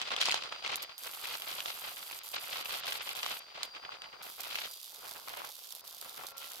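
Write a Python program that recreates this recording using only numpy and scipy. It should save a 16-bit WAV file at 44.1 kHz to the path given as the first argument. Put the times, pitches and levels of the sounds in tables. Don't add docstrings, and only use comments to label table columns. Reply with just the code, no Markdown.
import sys
import numpy as np
from scipy import signal
from scipy.fft import rfft, irfft
from scipy.io import wavfile
from scipy.ndimage import uniform_filter1d

SR = 44100
rng = np.random.default_rng(int(sys.argv[2]) if len(sys.argv) > 2 else 0)


def wav_out(sig):
    wavfile.write(sys.argv[1], SR, np.round(np.clip(np.atleast_2d(sig).T, -1, 1) * 32767).astype(np.int16))


N = 291060
TIME = np.arange(N) / SR
BIN_HZ = np.maximum(np.fft.rfftfreq(N, 1 / SR), 1)

# t/s, relative level/dB, f/Hz, relative knock level/dB
FRACTURES = [(0.0147, -18.5, 3370, -40), (0.1046, -26, 2810, -42), (0.1154, -25.5, 3440, -31),
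             (0.163, -18, 3240, -47), (0.213, -12, 3500, -41), (0.2248, -14.5, 2500, -48),
             (0.2269, -29, 2720, -54), (0.2552, -13, 4400, -52), (0.262, -18, 3060, -43),
             (0.2844, -30, 4150, -25), (0.3069, -17.5, 2400, -48), (0.313, -15.5, 4340, -51),
             (0.3216, -14, 2820, -47), (0.342, -13, 3700, -22.5), (0.4357, -28, 3560, -45),
             (0.5228, -30, 3380, -33), (0.6615, -21.5, 2460, -49), (0.6754, -22, 3280, -47),
             (0.7165, -27, 3950, -49), (1.254, -23.5, 2530, -51), (1.4195, -23.5, 3030, -56),
             (1.6032, -20, 2960, -48), (1.658, -24, 3520, -28.5), (2.111, -29, 2430, -42),
             (2.6556, -23.5, 2800, -39), (2.8667, -24, 3210, -59), (2.9219, -19.5, 3130, -35.5),
             (3.0907, -21.5, 2820, -54), (3.151, -31, 3510, -46), (3.1892, -28, 3260, -36),
             (3.23, -17.5, 2850, -44), (3.2615, -18.5, 3250, -30), (3.3393, -30, 3080, -53),
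             (3.6305, -15.5, 4270, -49), (3.7479, -38, 2940, -55), (3.849, -43, 1610, -52),
             (3.8912, -48, 2950, -31), (4.0185, -28.5, 3040, -46), (4.5549, -20, 2630, -51),
             (5.336, -40, 2970, -37.5), (5.417, -39, 1627, -33.5), (5.4406, -42, 2650, -38)]
# t/s, relative level/dB
LARGE_DROPS = [(0.7567, -17.5), (0.8275, -30), (0.9792, -30), (1.0685, -26.5), (1.5519, -30),
               (2.1884, -27.5), (2.2777, -43), (3.1672, -29), (4.4069, -25), (4.4468, -34), (4.555, -34),
               (4.8579, -36), (5.1108, -31), (5.3916, -40), (5.4485, -29), (5.7064, -36), (5.7229, -27),
               (5.8764, -29.5), (6.0127, -27.5), (6.094, -32), (6.2672, -26), (6.3799, -28.5),
               (6.5174, -32)]


def undb(db):
    return 10 ** (np.asarray(db) / 20)


def curves(table):
    times, *columns = np.transpose(table)
    return [np.interp(TIME, times, column) for column in columns]


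def colour(x, spectrum):
    hz, db = np.transpose(spectrum)
    return irfft(rfft(x) * undb(np.interp(np.log(BIN_HZ), np.log(hz), db)), N)


def unit(x):
    return x / np.sqrt(np.mean(x ** 2))


def even(x, seconds):
    size = int(seconds * SR / 2)
    power = uniform_filter1d(uniform_filter1d(np.mean(x ** 2, axis=0), size), size)
    return x / np.sqrt(np.abs(power) + 1e-12)


def wander(rate):
    return 1.2 * np.interp(TIME * rate, np.arange(8192), rng.standard_normal(8192))


def clicks(rate, spread_db):
    occurs = rng.random(N) < rate / SR
    return occurs * undb(spread_db * np.minimum(rng.exponential(size=N), np.pi))


def add(out, start, sound):
    i = int(np.clip(start * SR, 0, N - 1))
    out[..., i:i + sound.shape[-1]] += sound[..., :N - i]


def echoes(x, t60, wet_db):
    t = TIME[:SR // 2]
    tail = rng.standard_normal((2, len(t))) * undb(-60 * t / t60)
    tail /= np.sqrt(np.sum(tail ** 2, axis=1, keepdims=True))
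    return x + undb(wet_db) * signal.fftconvolve(x * np.ones((2, 1)), tail, axes=1)[:, :N]


def ring():
    # f/Hz, relative level/dB
    partials = [(549, -73), (1098, -74), (1373, -65.5)]
    crest_s, crest_gain_db, rise_db_per_s, fall_db_per_s = 6.45, 11, 45, 170
    below_crest_db = np.maximum(rise_db_per_s * (crest_s - TIME), fall_db_per_s * (TIME - crest_s))
    modes = sum(undb(db) * np.sin(2 * np.pi * hz * TIME + 0.68 * wander(40)) for hz, db in partials)
    return modes * undb(crest_gain_db - below_crest_db)


def welder():
    # t/s, f/Hz, relative level/dB
    whine_track = [(0, 4830, -56.5), (.47, 4814, -56), (.62, 4772, -57), (.85, 4805, -60),
                   (1.1, 4768, -62.5), (1.42, 4820, -62.5), (3.25, 4704, -60), (3.48, 4735, -61),
                   (3.68, 4780, -57), (4.1, 4768, -60.5), (4.6, 4780, -68), (4.69, 4780, -54),
                   (4.8, 4752, -64), (6.6, 4890, -72)]
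    # f/Hz, relative spectral level/dB
    fan_spectrum = [(30, -15), (200, -24), (600, -5), (1200, -1), (2000, -20), (4300, 4), (5500, -2.5),
                    (7500, -15), (15000, -14.5)]
    hz, db = curves(whine_track)
    phase = 2 * np.pi * np.cumsum(hz + 8 * wander(70)) / SR
    roughness = [1 + .32 * wander(150) + .17 * wander(22) for _ in range(2)]
    whine = undb(db + 4.5) * np.array([ear * np.sin(phase + .5 * wander(9)) for ear in roughness])
    fan = unit(colour(rng.standard_normal((2, N)), fan_spectrum)) * undb(-61 + 0.29 * wander(17))
    return whine + fan


def crushing():
    # t/s, coarse level/dB
    trickle = [(0, -51), (.37, -44.5), (.5, -53), (.79, -48.5), (.95, -71.5), (1.02, -51), (2.08, -52.5),
               (2.28, -57.5), (2.46, -49.5), (3.33, -47), (3.44, -57.5), (4.68, -53.5), (4.81, -68),
               (4.95, -56), (5.48, -53.5), (5.55, -61.5), (6.05, -55.5), (6.6, -53.5)]
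    # t/s, fine level above coarse/dB
    trickle_fineness = [(0, 7.5), (1, 2), (3.3, 5.5), (3.7, -3), (5.6, -24), (6.6, -5)]
    # start t/s, duration/s, coarse level/dB, fine level above coarse/dB
    crunches = [(.005, 0.017, -42, 3.5), (0.055, 0.023, -45, 4), (0.107, 0.072, -39, 1.5),
                (0.204, .03, -40, 10.5), (0.247, 0.1, -41.5, 8.5), (0.437, 0.031, -45.5, 3),
                (0.513, 0.0099, -39, 0), (0.638, .11, -42, 4), (0.798, 0.049, -50, 6),
                (0.886, 0.036, -50.5, 1.5), (1.044, 0.027, -50.5, 3), (1.236, 0.12, -48, 7),
                (1.467, 0.076, -46.5, 5), (1.577, 0.018, -46, 7), (1.658, 0.057, -47.5, 8),
                (1.815, 0.082, -49, 4), (2.097, 0.031, -49.5, 3), (2.337, 0.054, -45, 6),
                (2.507, .11, -47, 6), (2.69, 0.074, -45, 5), (2.833, .12, -45.5, 5), (3, 0.059, -52.5, -8),
                (3.225, 0.11, -47.5, 5.5), (3.545, 0.11, -49, 2.5), (3.745, .022, -46, 1.5),
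                (3.824, 0.04, -47.5, -2.5), (3.902, 0.051, -49, 1.5), (4.029, 0.023, -48.5, 1),
                (4.123, 0.019, -50.5, -1), (4.209, 0.07, -48.5, -3.5), (4.391, 0.14, -50.5, 5),
                (4.508, .15, -48, 7.5), (5.014, 0.16, -51, -5.5), (5.267, 0.199, -46.5, -2.5),
                (6.021, 0.074, -53, -4), (6.163, 0.09, -47.5, -8), (6.397, .07, -57.5, 9)]
    attack_s, release_s = .014, .014
    jam_db, jam_s = -3, .012
    (trickle_db,), (trickle_fine_db,) = curves(trickle), curves(trickle_fineness)
    coarse, fine = undb(trickle_db) ** 2, undb(trickle_db + trickle_fine_db) ** 2
    for start, length, db, fine_db in crunches:
        rise = np.clip((TIME - start) / attack_s + .5, 0, 1)
        decay = np.exp(-np.clip((TIME - start - length) / release_s, 0, 20))
        power = (undb(db) * rise * decay) ** 2
        coarse += power
        fine += power * undb(fine_db) ** 2
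    breaks = np.sort([row[0] for row in FRACTURES] + [np.inf])
    to_break_s = breaks[np.searchsorted(breaks, TIME)] - TIME
    return 10 * np.log10(coarse) + jam_db * np.exp(-to_break_s / jam_s), 10 * np.log10(fine / coarse)


def grains(hz, rate):
    hits = clicks(rate, spread_db=1) * rng.standard_normal((2, N))
    band = np.exp(-(np.log(BIN_HZ / hz) / 0.52) ** 2)
    return irfft(rfft(hits) * band, N)


def grit():
    # f/Hz, gain/dB
    grit_spectrum = [(30, -7.5), (80, -15.5), (150, -13), (250, -12), (400, -7), (540, 0), (780, -0.5),
                     (1000, 0), (1300, 2), (1800, -3.5), (2400, 2), (3200, 2.5), (4400, -0.5), (5800, -10),
                     (8000, -19), (15000, -36)]
    coarse_db, fine_db = crushing()
    density = undb(.7 * (coarse_db + 45.5))
    avalanche = undb(2.5 * wander(70) + 2.84 * wander(240))
    out = np.zeros((2, N))
    for hz in 50 * 1.6 ** np.arange(13):
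        burst = grains(hz, rate=density * 480 * (hz / 1000) ** .9 + 120) * avalanche
        fine_weight = np.interp(hz, [1110, 2370, 4400, 8600], [0, 0.68, 1.44, 2.2])
        out += np.sqrt(hz / 1000) * undb(fine_weight * (fine_db - 5)) * even(burst, seconds=0.13)
    return colour(out * undb(coarse_db - 5), grit_spectrum)


def cracks():
    snap_db, spray_db = -2.5, -12
    out = np.zeros((2, N))
    t = TIME[:1024] - TIME[88]
    for start, db, hz, knock_db in FRACTURES:
        snap_phase, knock_phase = 2 * np.pi * rng.random((2, 2, 1))
        snap = np.exp(-(t * hz / 1.6) ** 2) * np.sin(2 * np.pi * hz * t + snap_phase)
        knock_hz = 1020 * undb(rng.normal(0, 1))
        knock = np.exp(-(t / 0.00072) ** 2) * np.sin(2 * np.pi * knock_hz * t + knock_phase)
        noise = rng.standard_normal((2, len(t)))
        band = signal.butter(2, [hz / 3, min(hz * 1.82, SR / 3)], "band", fs=SR)
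        fragments = unit(signal.lfilter(*band, noise))
        splinters = undb(2.1 * db + 3) * signal.lfilter(*signal.butter(2, 11000, fs=SR), noise)
        spray = (fragments + splinters) * np.exp(-np.abs(t) / np.where(t < 0, .0007, .0024))
        crack = undb(db) * (undb(snap_db) * snap + undb(spray_db) * spray)
        add(out, start - .0005, crack + undb(knock_db + 4) * knock)
    return out


def snaps():
    out = np.zeros((2, N))
    t = TIME[:512] - TIME[100]
    click = t == 0
    for start, db in LARGE_DROPS:
        fizz = rng.standard_normal((2, len(t))) * np.exp(-np.abs(t) / np.where(t < 0, .0005, .0009))
        add(out, start - .001, undb(db - 2) * (click + fizz))
    return out


def burning():
    # start t/s, end t/s, relative level/dB
    burns = [(0.762, 0.773, -42.5), (0.822, .843, -47.5), (0.981, 2.187, -48), (2.234, 2.361, -49),
             (2.395, 2.63, -49), (2.646, 2.804, -47.5), (2.855, 2.984, -47.5), (3.019, 3.135, -50),
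             (3.15, 3.395, -50), (3.630, 3.662, -55), (4.224, 5.811, -51), (5.841, 6.321, -52.5),
             (6.367, 6.7, -51.5)]
    strike_db, settle_s = 1, 0.3
    waver_db = .5
    drop_flare_db, drop_flare_s = 3, 0.011
    envelope = np.zeros(N)
    for on, off, db in burns:
        alight = (TIME > on) & (TIME < off)
        envelope[alight] = undb(db + strike_db * np.exp(-(TIME[alight] - on) / settle_s))
    to_drop_s = np.min([np.abs(TIME - burst_s) for burst_s, _ in LARGE_DROPS], axis=0)
    heat_db = waver_db * wander(14) + drop_flare_db * np.exp(-to_drop_s / drop_flare_s)
    return uniform_filter1d(envelope, size=130) * undb(heat_db)


def arc():
    # t/s, level left minus right/dB, spatter level above hiss/dB
    travel = [(1, -3.5, -1.5), (3.4, -4, -7.5), (4.3, -2.5, -0.5), (5.2, -4, 4.5), (6.5, -2.5, -1)]
    # f/Hz, gain on the right seam/dB, gain on the left seam/dB
    hiss_spectra = [(150.3, -41, -34), (600, -8, -24), (1190, -3.5, -25), (2120, -18, -5), (3280, 1.5, 6),
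                    (4400, -22, 2), (5754, -7, -1.5), (8940, -1.5, -3.5), (11100, 0.5, 3),
                    (11300, -3.5, -12), (12100, 4, 7.5), (14000, 1.5, -2), (14600, -4, -1),
                    (15800, -27, -7)]
    # f/Hz, gain/dB
    spatter_spectrum = [(150, -35), (700, -33), (2000, -37), (3600, 2.5), (5000, -2), (8300, -6),
                        (10700, -2.5), (12600, 0.5), (15500, -8)]
    flurry_db, seam_change_s = 4, 4.1
    pan_db, spatter_db = curves(travel)
    spatter_share = 1 / (1 + undb(-2 * spatter_db))
    strength = burning() * undb(4)
    drops = clicks(rate=600, spread_db=5) * undb(flurry_db * wander(24))
    flare = uniform_filter1d(uniform_filter1d(drops, size=60), size=60)
    flutter = undb(2 * wander(35) + 0.96 * wander(400)) * (1 + 0.66 * unit(flare))
    plasma = rng.standard_normal(N) + undb(8) * rng.standard_normal((2, N))
    hiss = even(flutter * plasma, seconds=0.047) * strength * np.sqrt(1 - spatter_share)
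    sound = colour(hiss * (TIME < seam_change_s), np.array(hiss_spectra)[:, [0, 1]])
    sound += colour(hiss * (TIME >= seam_change_s), np.array(hiss_spectra)[:, [0, 2]])
    spatter = even(drops * undb([[-5], [0]]), seconds=0.22) * strength * np.sqrt(spatter_share)
    sound += colour(spatter + snaps() * undb([[-2], [2]]), spatter_spectrum)
    sound *= undb([pan_db / 2, -pan_db / 2])
    return echoes(sound, t60=0.005, wet_db=-17)


def scene():
    welding = echoes(arc(), t60=0.15, wet_db=-22)
    crunching = echoes(grit() + cracks(), t60=0.17, wet_db=-12.5)
    return welder() + ring() + crunching + welding


def record(dry):
    ceiling, cutoff_hz = .22, 15700
    lowpass = signal.ellip(8, .2, 70, cutoff_hz, fs=SR, output="sos")
    return signal.sosfilt(lowpass, ceiling * np.tanh(dry / ceiling))


dry = scene()
out = record(dry)
wav_out(out)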